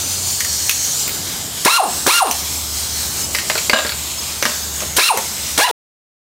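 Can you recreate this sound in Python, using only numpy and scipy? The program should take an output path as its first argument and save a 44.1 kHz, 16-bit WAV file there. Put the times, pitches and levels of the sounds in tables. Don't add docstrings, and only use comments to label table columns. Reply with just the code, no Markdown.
import sys
import numpy as np
from scipy import signal
from scipy.fft import rfft, irfft, next_fast_len
from scipy.io import wavfile
from scipy.ndimage import uniform_filter1d, map_coordinates

SR = 44100
rng = np.random.default_rng(int(sys.argv[2]) if len(sys.argv) > 2 else 0)


def materialize(psi):
    bounded = np.clip(np.atleast_2d(psi).T, -1, 1)
    quanta = np.round(bounded * 32767).astype(np.int16)
    wavfile.write(sys.argv[1], SR, quanta)


def convert_level_to_amplitude(level_db):
    exponent = np.asarray(level_db, float) / 20
    return 10 ** exponent


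N = 274294
T = np.arange(N) / SR

# frequency in Hz, density in dB per Hz.
YARD_SPECTRUM = [(15, -59.5), (25, -26.5), (38, -21.5), (57, -16.5), (75, -9.5), (179, -11), (232, -14),
                 (437, -17.5), (476, -19), (796, -19), (1500, -28.5), (1950, -47), (3300, -120)]
# time in seconds, low hum in dB.
ENGINE_HUM = [(0.0, -48.5), (0.37, -48.5), (0.58, -37), (0.88, -48), (1.378, -60), (1.64, -47.5),
              (1.9, -40.5), (2.3, -36.5), (2.778, -33.5), (3.318, -39.5), (3.6, -48), (3.8, -32),
              (4.0, -38), (4.3, -42), (4.512, -41.5), (4.8, -33), (5.26, -45.5), (5.5, -40.5)]
# time in seconds, level in dB.
SIDE_BANDS = [(.155, -50), (.55, -33), (1.155, -33.5), (1.505, -48.5), (2.945, -32), (3.18, -48),
              (3.245, -29.5), (3.985, -34), (4.195, -31.5), (4.545, -42), (4.635, -36)]

# time in seconds, flow in dB, whistle in Hz, whistle in dB.
LEAK_FLOW = [(0.0, -18.5, 6200, 4.5), (0.388, -17, 6540, -3), (0.766, -16, 6400, 4), (0.89, -17, 6260, 6.5),
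             (1.004, -15.5, 7400, 5), (1.104, -22, 6930, 3.5), (1.268, -21.5, 7050, 0.5),
             (1.64, -21.5, 6500, 3), (1.96, -18.5, 6900, -4.5), (2.36, -20, 7070, -0.5),
             (3.042, -20, 6910, 0), (3.492, -18.5, 7200, 1.5), (3.95, -22.5, 7000, 3.5),
             (4.41, -21.5, 6900, -1), (4.576, -21, 6860, 0), (4.96, -23, 6600, 4), (5.468, -21, 7240, -0.5)]
# frequency in Hz, density in dB per Hz.
JET_SPECTRUM = [(530, -22.5), (900, -11.5), (1090, -11), (1580, -10.5), (2150, -10), (2370, -9),
                (2570, -11), (3040, -7), (3600, -6), (3860, -5), (5210, -4), (7630, -2.5), (9930, -3),
                (13400, 2), (15600, -1)]
# frequency in Hz, width in Hz, level in dB.
BANDS_NEAR = [(3460, 180, -9), (4364, 130, 1.5), (5670, 82, 2), (6120, 270, -2), (6960, 110, -0.5),
              (8900, 270, -5)]
# frequency in Hz, width in Hz, level in dB.
BANDS_AWAY = [(3900, 76.6, -3), (4260, 72, 1), (5200, 56, -10), (5360, 130, -0.5), (6230, 170, -4),
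              (6760, 64, -0.5), (7670, 91, 6), (13300, 68, -7.5)]

# frequency in Hz, level in dB, 60 dB decay in seconds.
HUB_MODES = [(229.2, 7, 0.14), (731, 0.5, 0.13), (1160, 5, 0.064), (1620, 13, 0.047), (2640, -11, 0.32),
             (2890, 1, 0.14), (3150, -9.5, 0.11), (3820, -8, 0.13), (4930, -11.5, .15), (5950, -11.5, 0.3),
             (7320, -12.5, 0.38), (7000, -9, 0.32), (8100, -12.5, .2), (8700, -17, .25)]
# time in seconds, level in dB.
HUB_BLOWS = [
    (3.732, -13.5),
    (3.76, -19.5),
    (4.453, -28.5),
]

# time in seconds, peak in dB, ring in Hz, thud in dB.
COUPLING = [
    (0.4048, -8, 1920, -36),
    (0.4472, -12.5, 1900, -27.5),
    (0.6945, 0, 2500, -33),
]
SPIT = [
    (1.078, -13.5, 2310, -22.5),
]
TRIGGER = [
    (2.0643, -18, 1225, 9),
    (2.27, -17.5, 2740, -9.5),
    (4.9653, -15.5, 3020, -11),
    (5.5766, -6, 1200, -19.5),
    (5.691, -8.5, 1215, -20.5),
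]
SOCKET = [
    (3.3483, -5, 2000, -21.5),
    (3.3855, -7.5, 2030, -20.5),
    (3.4555, -24.5, 2540, -26),
    (3.4993, -3.5, 2120, -10),
    (3.5537, -10.5, 1350, -5.5),
    (3.578, -7, 2150, -20.5),
    (3.6965, 2.5, 2160, -11),
]
AXLE = [
    (3.7333, 0.5, 1310, -8.5),
    (3.7443, -5, 2950, -6.5),
    (3.7575, -10, 1640, -8),
    (3.7714, -11, 2884, -2),
    (3.7875, -4, 1300, -8.5),
    (3.819, -20.5, 2550, -16.5),
    (3.8482, -17, 1580, -1),
]
RATTLE = [
    (3.8653, -11, 1560, -20.5),
    (3.893, -10, 1620, -26.5),
    (3.92, -12, 1400, -28),
    (4.0642, -27, 1290, -18.5),
]
SEATING = [
    (4.4254, -2, 2094, -12.5),
    (4.4535, -2.5, 1167, -13),
    (4.4634, -11, 2820, -16),
    (4.4794, -15.5, 2830, -7),
    (4.5192, -21, 2010, -10.5),
    (4.8044, -16.5, 2130, -18),
    (4.8199, -24.5, 3240, 4),
]
STOPS = [
    (2.3109, -7, 3080, -19),
    (5.1731, -10, 2080, -4.5),
]
# contacts, upper ring in Hz, upper ring in dB, sizzle of a full blow in dB, more sizzle per dB softer.
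PARTS = [(COUPLING, 6200, -3.5, 0, .1), (SPIT, 14300, 5, -2, .1), (TRIGGER, 3300, -2, -11.5, .6),
         (SOCKET, 4700, -6, -10.5, .35), (AXLE, 3750, -2, -26.5, .9), (RATTLE, 4300, -2, -13, .3),
         (SEATING, 5800, -5.5, -9.5, .15), (STOPS, 6400, 0, 3.4, .1)]

# valve opens, rotor starts, release and rotor stops in seconds, top vane rate in Hz.
BLIPS = [
    (1.647, 1.6515, 1.770, 1.906, 1395),
    (2.064, 2.067, 2.193, 2.312, 1410),
    (4.964, 4.978, 5.086, 5.2, 1410),
    (5.576, 5.58, 5.663, 5.8, 1012),
]
# driven whine in dB, exhaust in dB, coasting in dB, coasting fade in dB/s,
# driven first order in dB.
EFFORT = [
    (-12, -14.5, -10, 69.5, -0.5),
    (-15.5, -14, -8.5, 71, 1.5),
    (-12.5, -16, -6.5, 132.5, -9),
    (-14.5, -15.5, -8.5, 60.5, -1.5),
]
# frequency in Hz, width in Hz, level in dB.
HOUSING_MODES = [(350, 270, -4.5), (980, 240, 4), (1350, 800, -1), (1668, 100, 7), (2150, 340, 0),
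                 (2694, 390, 5), (2864, 190, 5.5), (4040, 420, 1), (5550, 180, -3.5)]
# frequency in Hz, density in dB per Hz.
EXHAUST_SPECTRUM = [(350, -54), (600, -28.5), (1360, -7.5), (1970, -6), (2690, -12), (3040, -5), (4000, -2),
                    (4840, -5.5), (5540, -3), (15600, -12)]
# frequency in Hz, width in Hz, level in dB.
MUFFLER_MODES = [(383, 240, -7), (750, 86, 8), (1160, 340, 6)]
# frequency in Hz, width in Hz, level in dB.
MUFFLER_BEHIND = [(440, 180, -8), (690, 88, -1.5), (980, 270, 4.5)]
# frequency in Hz, width in Hz, level in dB.
PAWL_MODE = [(9140, 600, 9.5)]


def unit(x):
    return x / np.sqrt(np.mean(x ** 2) + 1e-20)


def along(points, hz):
    f, v = np.transpose(points)
    return np.interp(np.log(hz + 1), np.log(f + 1), v)


def curves(rows, t):
    s, *cols = np.transpose(rows)
    return [np.interp(t, s, c) for c in cols]


def since(start_s):
    return np.clip(T - start_s, 0, 1)


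def wobble(rate):
    knots = rng.standard_normal(int(N * rate / SR) + 4)
    return map_coordinates(knots, [T * rate])


def filtered(x, response):
    m = next_fast_len(len(x) + 8192)
    return irfft(rfft(x, m) * response(np.fft.rfftfreq(m, 1 / SR)), m)[:len(x)]


def noise(spectrum):
    return unit(filtered(rng.standard_normal(N), lambda hz: convert_level_to_amplitude(along(spectrum, hz))))


def mode(f, hz, width):
    return 1j * f * width / (hz * hz - f * f + 1j * f * width)


def resonant(x, modes):
    return filtered(x, lambda f: sum((-1) ** k * convert_level_to_amplitude(db) * mode(f, hz, width)
                                     for k, (hz, width, db) in enumerate(modes)))


def engine_tone(hz):
    phase = 2 * np.pi * np.cumsum(hz * (1 + .025 * wobble(9))) / SR
    return np.sqrt(2) * np.sin(phase) * convert_level_to_amplitude(2.2 * wobble(30))


def yard():
    settles_s, settle_time_s = 1.6, .1
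    low_db, = curves(ENGINE_HUM, T)
    settled = (1 + np.tanh((T - settles_s) / settle_time_s)) / 2
    upper_db = -40.5 - 14.5 * settled + 3 * wobble(4.5)
    rumble = convert_level_to_amplitude(-36.5 + 1.1 * wobble(4)) * noise(YARD_SPECTRUM)
    return convert_level_to_amplitude(low_db) * engine_tone(74.2) + convert_level_to_amplitude(upper_db) * engine_tone(91) + rumble


def garage(x):
    t = np.arange(SR // 4) / SR
    tail = rng.standard_normal(len(t)) * convert_level_to_amplitude(-60 * t / 0.33) * (t > .004)
    return signal.fftconvolve(x, tail / np.linalg.norm(tail))[:N]


def side_bands():
    side, width = np.zeros(N), 2048
    lowest_hz, highest_hz, band_hz = 3960, 14200, 1500
    fall_db = 9
    heights = rng.uniform(0, 1, (len(SIDE_BANDS), 3))
    for (s, db), row in zip(SIDE_BANDS, heights):
        places = (np.arange(len(row)) + row) / len(row)
        for low_hz in lowest_hz + (highest_hz - lowest_hz) * places:
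            band = filtered(rng.standard_normal(width), lambda hz: (hz > low_hz) & (hz < low_hz + band_hz))
            gain = convert_level_to_amplitude(db + 7 - fall_db * np.log2(low_hz / lowest_hz))
            side[round(s * SR) - width // 2:][:width] += gain * unit(band) * np.hanning(width) ** 2
    return side


def jet_bands(hz, bands):
    return sum((db + 5.0).clip(0) * np.exp(-((hz - centre) / width) ** 2) for centre, width, db in np.array(bands))


def smooth_noise(shape, bins, frames):
    patches = uniform_filter1d(rng.standard_normal(shape), size=bins, axis=0)
    return unit(uniform_filter1d(patches, size=frames, axis=1))


def leak():
    usual_flow_db, tilt_s, sag_db, refill_s = -20.5, 1.3, 7.5, .075
    hz, t, z = signal.stft(noise(JET_SPECTRUM), SR, nperseg=512)
    hz = hz[:, None]
    hiss_db, whistle_hz, whistle_db = curves(LEAK_FLOW, t)
    top_db = -33 + .6 * (hiss_db - usual_flow_db)
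    low_db = -32.5 + .1 * (hiss_db - usual_flow_db)
    top = 1 / (1 + (9700 / (hz + 1)) ** 14)
    low = 1 / (1 + (hz / 3900) ** 10)
    sag = sum((t > valve) * np.exp(-(np.clip(t - release, 0, 1) / refill_s) ** 2)
              for valve, _, release, *_ in BLIPS)
    colour_db = hiss_db - sag_db * sag * (1 - low) + 1.5
    colour_db = colour_db + top * (top_db - hiss_db + 1.5) + low * (low_db - hiss_db + 12)
    whistle = whistle_db * np.exp(-((hz - whistle_hz) / 450) ** 2)
    whistle = whistle + np.where(t < tilt_s, .7 * jet_bands(hz, BANDS_NEAR), 0.53 * jet_bands(hz, BANDS_AWAY))
    patches_db = 1.9 * smooth_noise(z.shape, 4, 50) + .7 * smooth_noise(z.shape, 12, 8)
    jet = signal.istft(z * convert_level_to_amplitude(colour_db + whistle + patches_db), SR, nperseg=512)[1][:N]
    return jet * convert_level_to_amplitude(1.1 * wobble(14))


def hub():
    out, t = np.zeros(N), np.arange(SR // 3) / SR
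    for s, db in HUB_BLOWS:
        ring = sum(convert_level_to_amplitude(level + rng.normal(0, 1.5) - 60 * t / life) * np.sin(2 * np.pi * hz * t)
                   for hz, level, life in HUB_MODES)
        out[round(s * SR):][:len(t)] += convert_level_to_amplitude(db) * ring * (1 - np.exp(-t / 0.00058))
    return out


def crack(t):
    bounces = rng.uniform(0, 1, (3, 2)) * [.016, 1.4] + [.003, 1.2]
    shape = convert_level_to_amplitude(-60 * t / 0.0046) + 0.55 * convert_level_to_amplitude(-60 * t / 0.03) + 0.08 * convert_level_to_amplitude(-60 * t / 0.081)
    for at, softness in bounces:
        shape = shape + convert_level_to_amplitude(-9 * softness - 60 * (t - at) / 0.024) * (t > at)
    return np.pad(shape * (1 - np.exp(-t / 0.00046)), (128, 0))[:len(t)]


def knocks():
    out, t = np.zeros(N + SR), np.arange(SR // 5) / SR
    f = np.fft.rfftfreq(len(t), 1 / SR)
    low = f ** 4 / (f ** 4 + 200 ** 4) / (1 + (f / 1200) ** 4)
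    high = 1 / (1 + (5000 / (f + 1)) ** 6)
    middle = (1 - low - high).clip(0) * (f > 900)
    for contacts, upper_hz, upper_db, full_db, softer in PARTS:
        for s, db, ring_hz, thud_db in contacts:
            sizzle_db = full_db - softer * db
            thud = (low + 3 * mode(f, rng.uniform(520, 650), 37)) * convert_level_to_amplitude(thud_db + 14.5)
            upper = 3.3 * mode(f, upper_hz * rng.uniform(.92, 1.08), 260) * convert_level_to_amplitude(upper_db)
            colour = thud + middle + high * convert_level_to_amplitude(sizzle_db - 3.5) + 1.92 * mode(f, ring_hz, 330) + upper
            shape = crack(t)
            blow = unit(irfft(rfft(rng.standard_normal(len(t)) * shape) * colour, len(t)))
            level = convert_level_to_amplitude(db) * np.sqrt(np.mean(shape ** 2) * np.mean(np.abs(colour) ** 2))
            out[round(s * SR) - 128:][:len(t)] += level * blow
    return out[:N]


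def vane_rate(start, release, top_hz):
    bite_s, bite_hz, bite_length_s = 5.63, 75, .008
    rise = top_hz * np.tanh(np.clip(np.minimum(T, release) - start, 0, 1) / .033)
    rise -= bite_hz * np.exp(-((T - bite_s) / bite_length_s) ** 2)
    return 80 + (rise - 80) * np.exp(-since(release) / .047)


def ratchet():
    moved_s = 3.5
    eased = 1 - 0.68 * np.clip((T - 5.642) / .006, 0, 1)
    driven, coasting, roar = np.zeros(N), np.zeros(N), np.zeros(N)
    air, grit = noise(EXHAUST_SPECTRUM), rng.standard_normal(N)
    chug = noise([(100, -31.5), (170, -7.5), (500, 0.0), (900, -14.5)])
    flutter = 1 + 0.012 * wobble(300)
    shimmer = [convert_level_to_amplitude(3 * wobble(110)) for k in range(6)]

    def orders(phase, fall_db):
        return sum(convert_level_to_amplitude(fall_db * np.log2(k)) * shimmer[k - 1] * np.cos(k * phase) for k in range(1, 7))

    for blip, effort in zip(BLIPS, EFFORT):
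        valve, start, release, stop, top_hz = blip
        whine_db, roar_db, coast_db, fade_db, first_db = effort
        phase = 2 * np.pi * np.cumsum(vane_rate(start, release, top_hz) * flutter) / SR
        pressure = np.clip((T - valve) / .004, 0, 1) * np.exp(-(since(release) / .01) ** 2)
        turning = np.clip((T - start) / .004, 0, 1) * np.clip((stop - T) / 0.0064, 0, 1)
        vanes = turning * (1 + 0.17 * np.cos(phase / 6) + .15 * np.cos(phase / 3))
        surge = np.exp(-since(start) / 0.075)
        whine = orders(phase, -3.5) + (convert_level_to_amplitude(first_db) - 1) * np.cos(phase)
        driven += convert_level_to_amplitude(whine_db + 4.9 * surge) * pressure * vanes * whine
        driven += convert_level_to_amplitude(whine_db - 5.0) * pressure * turning * surge ** 2 * chug
        leftover = convert_level_to_amplitude(coast_db - fade_db * since(release)) * (T > release) * (1 - pressure) * vanes
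        coasting += leftover * (orders(phase, -6.5) + 0.24 * grit * (1 + np.cos(phase)))
        roar += convert_level_to_amplitude(roar_db + surge) * pressure * (1 + .5 * np.cos(phase)) * air * eased
    coasting = filtered(coasting, lambda f: 1 / (1 + (f / 1450) ** 6))
    in_front = resonant(coasting * (T < moved_s), MUFFLER_MODES)
    coasting = in_front + resonant(coasting * (T > moved_s), MUFFLER_BEHIND)
    clicks = grit * convert_level_to_amplitude(-8.5 + 2.3 * wobble(40)) * np.abs(coasting)
    pawl = resonant(clicks + 0.33 * roar, PAWL_MODE)
    return resonant(driven + convert_level_to_amplitude(-30) * roar, HOUSING_MODES) + coasting + roar + pawl


def scene():
    tool = convert_level_to_amplitude(0.5) * ratchet() + convert_level_to_amplitude(0.5) * knocks() + hub()
    mid = tool + convert_level_to_amplitude(-7.5) * garage(tool) + leak() + yard()
    side = side_bands()
    return np.array([mid + side, mid - side])


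def band_limit(x):
    return signal.sosfilt(signal.butter(12, 15780, fs=SR, output="sos"), x)


def record(dry):
    end_s, top_hz, threshold = 5.7125, 15800, convert_level_to_amplitude(2 * -14)
    keep = np.exp(-1 / (0.02 * SR))
    power = signal.lfilter([1 - keep], [1, -keep], np.mean(dry ** 2, axis=0))
    gain = (1 + power / threshold) ** -.45
    bass = filtered(dry.mean(axis=0), lambda hz: 1 / (1 + (hz / 330) ** 4))
    slow = signal.lfilter([1 - keep], [1, -keep], power)
    bass_gain = 0.17 + 0.71 / (1 + (slow / threshold) ** 2.6)
    x = (dry + bass * (bass_gain - 1)) * gain * convert_level_to_amplitude(1.91)
    x = x / (1 + np.abs(x / 1.1) ** 8) ** (1 / 8)
    x = np.array([filtered(channel, lambda hz: hz < top_hz) for channel in x])
    return band_limit(x * (T < end_s))


dry = scene()
out = record(dry)
materialize(out)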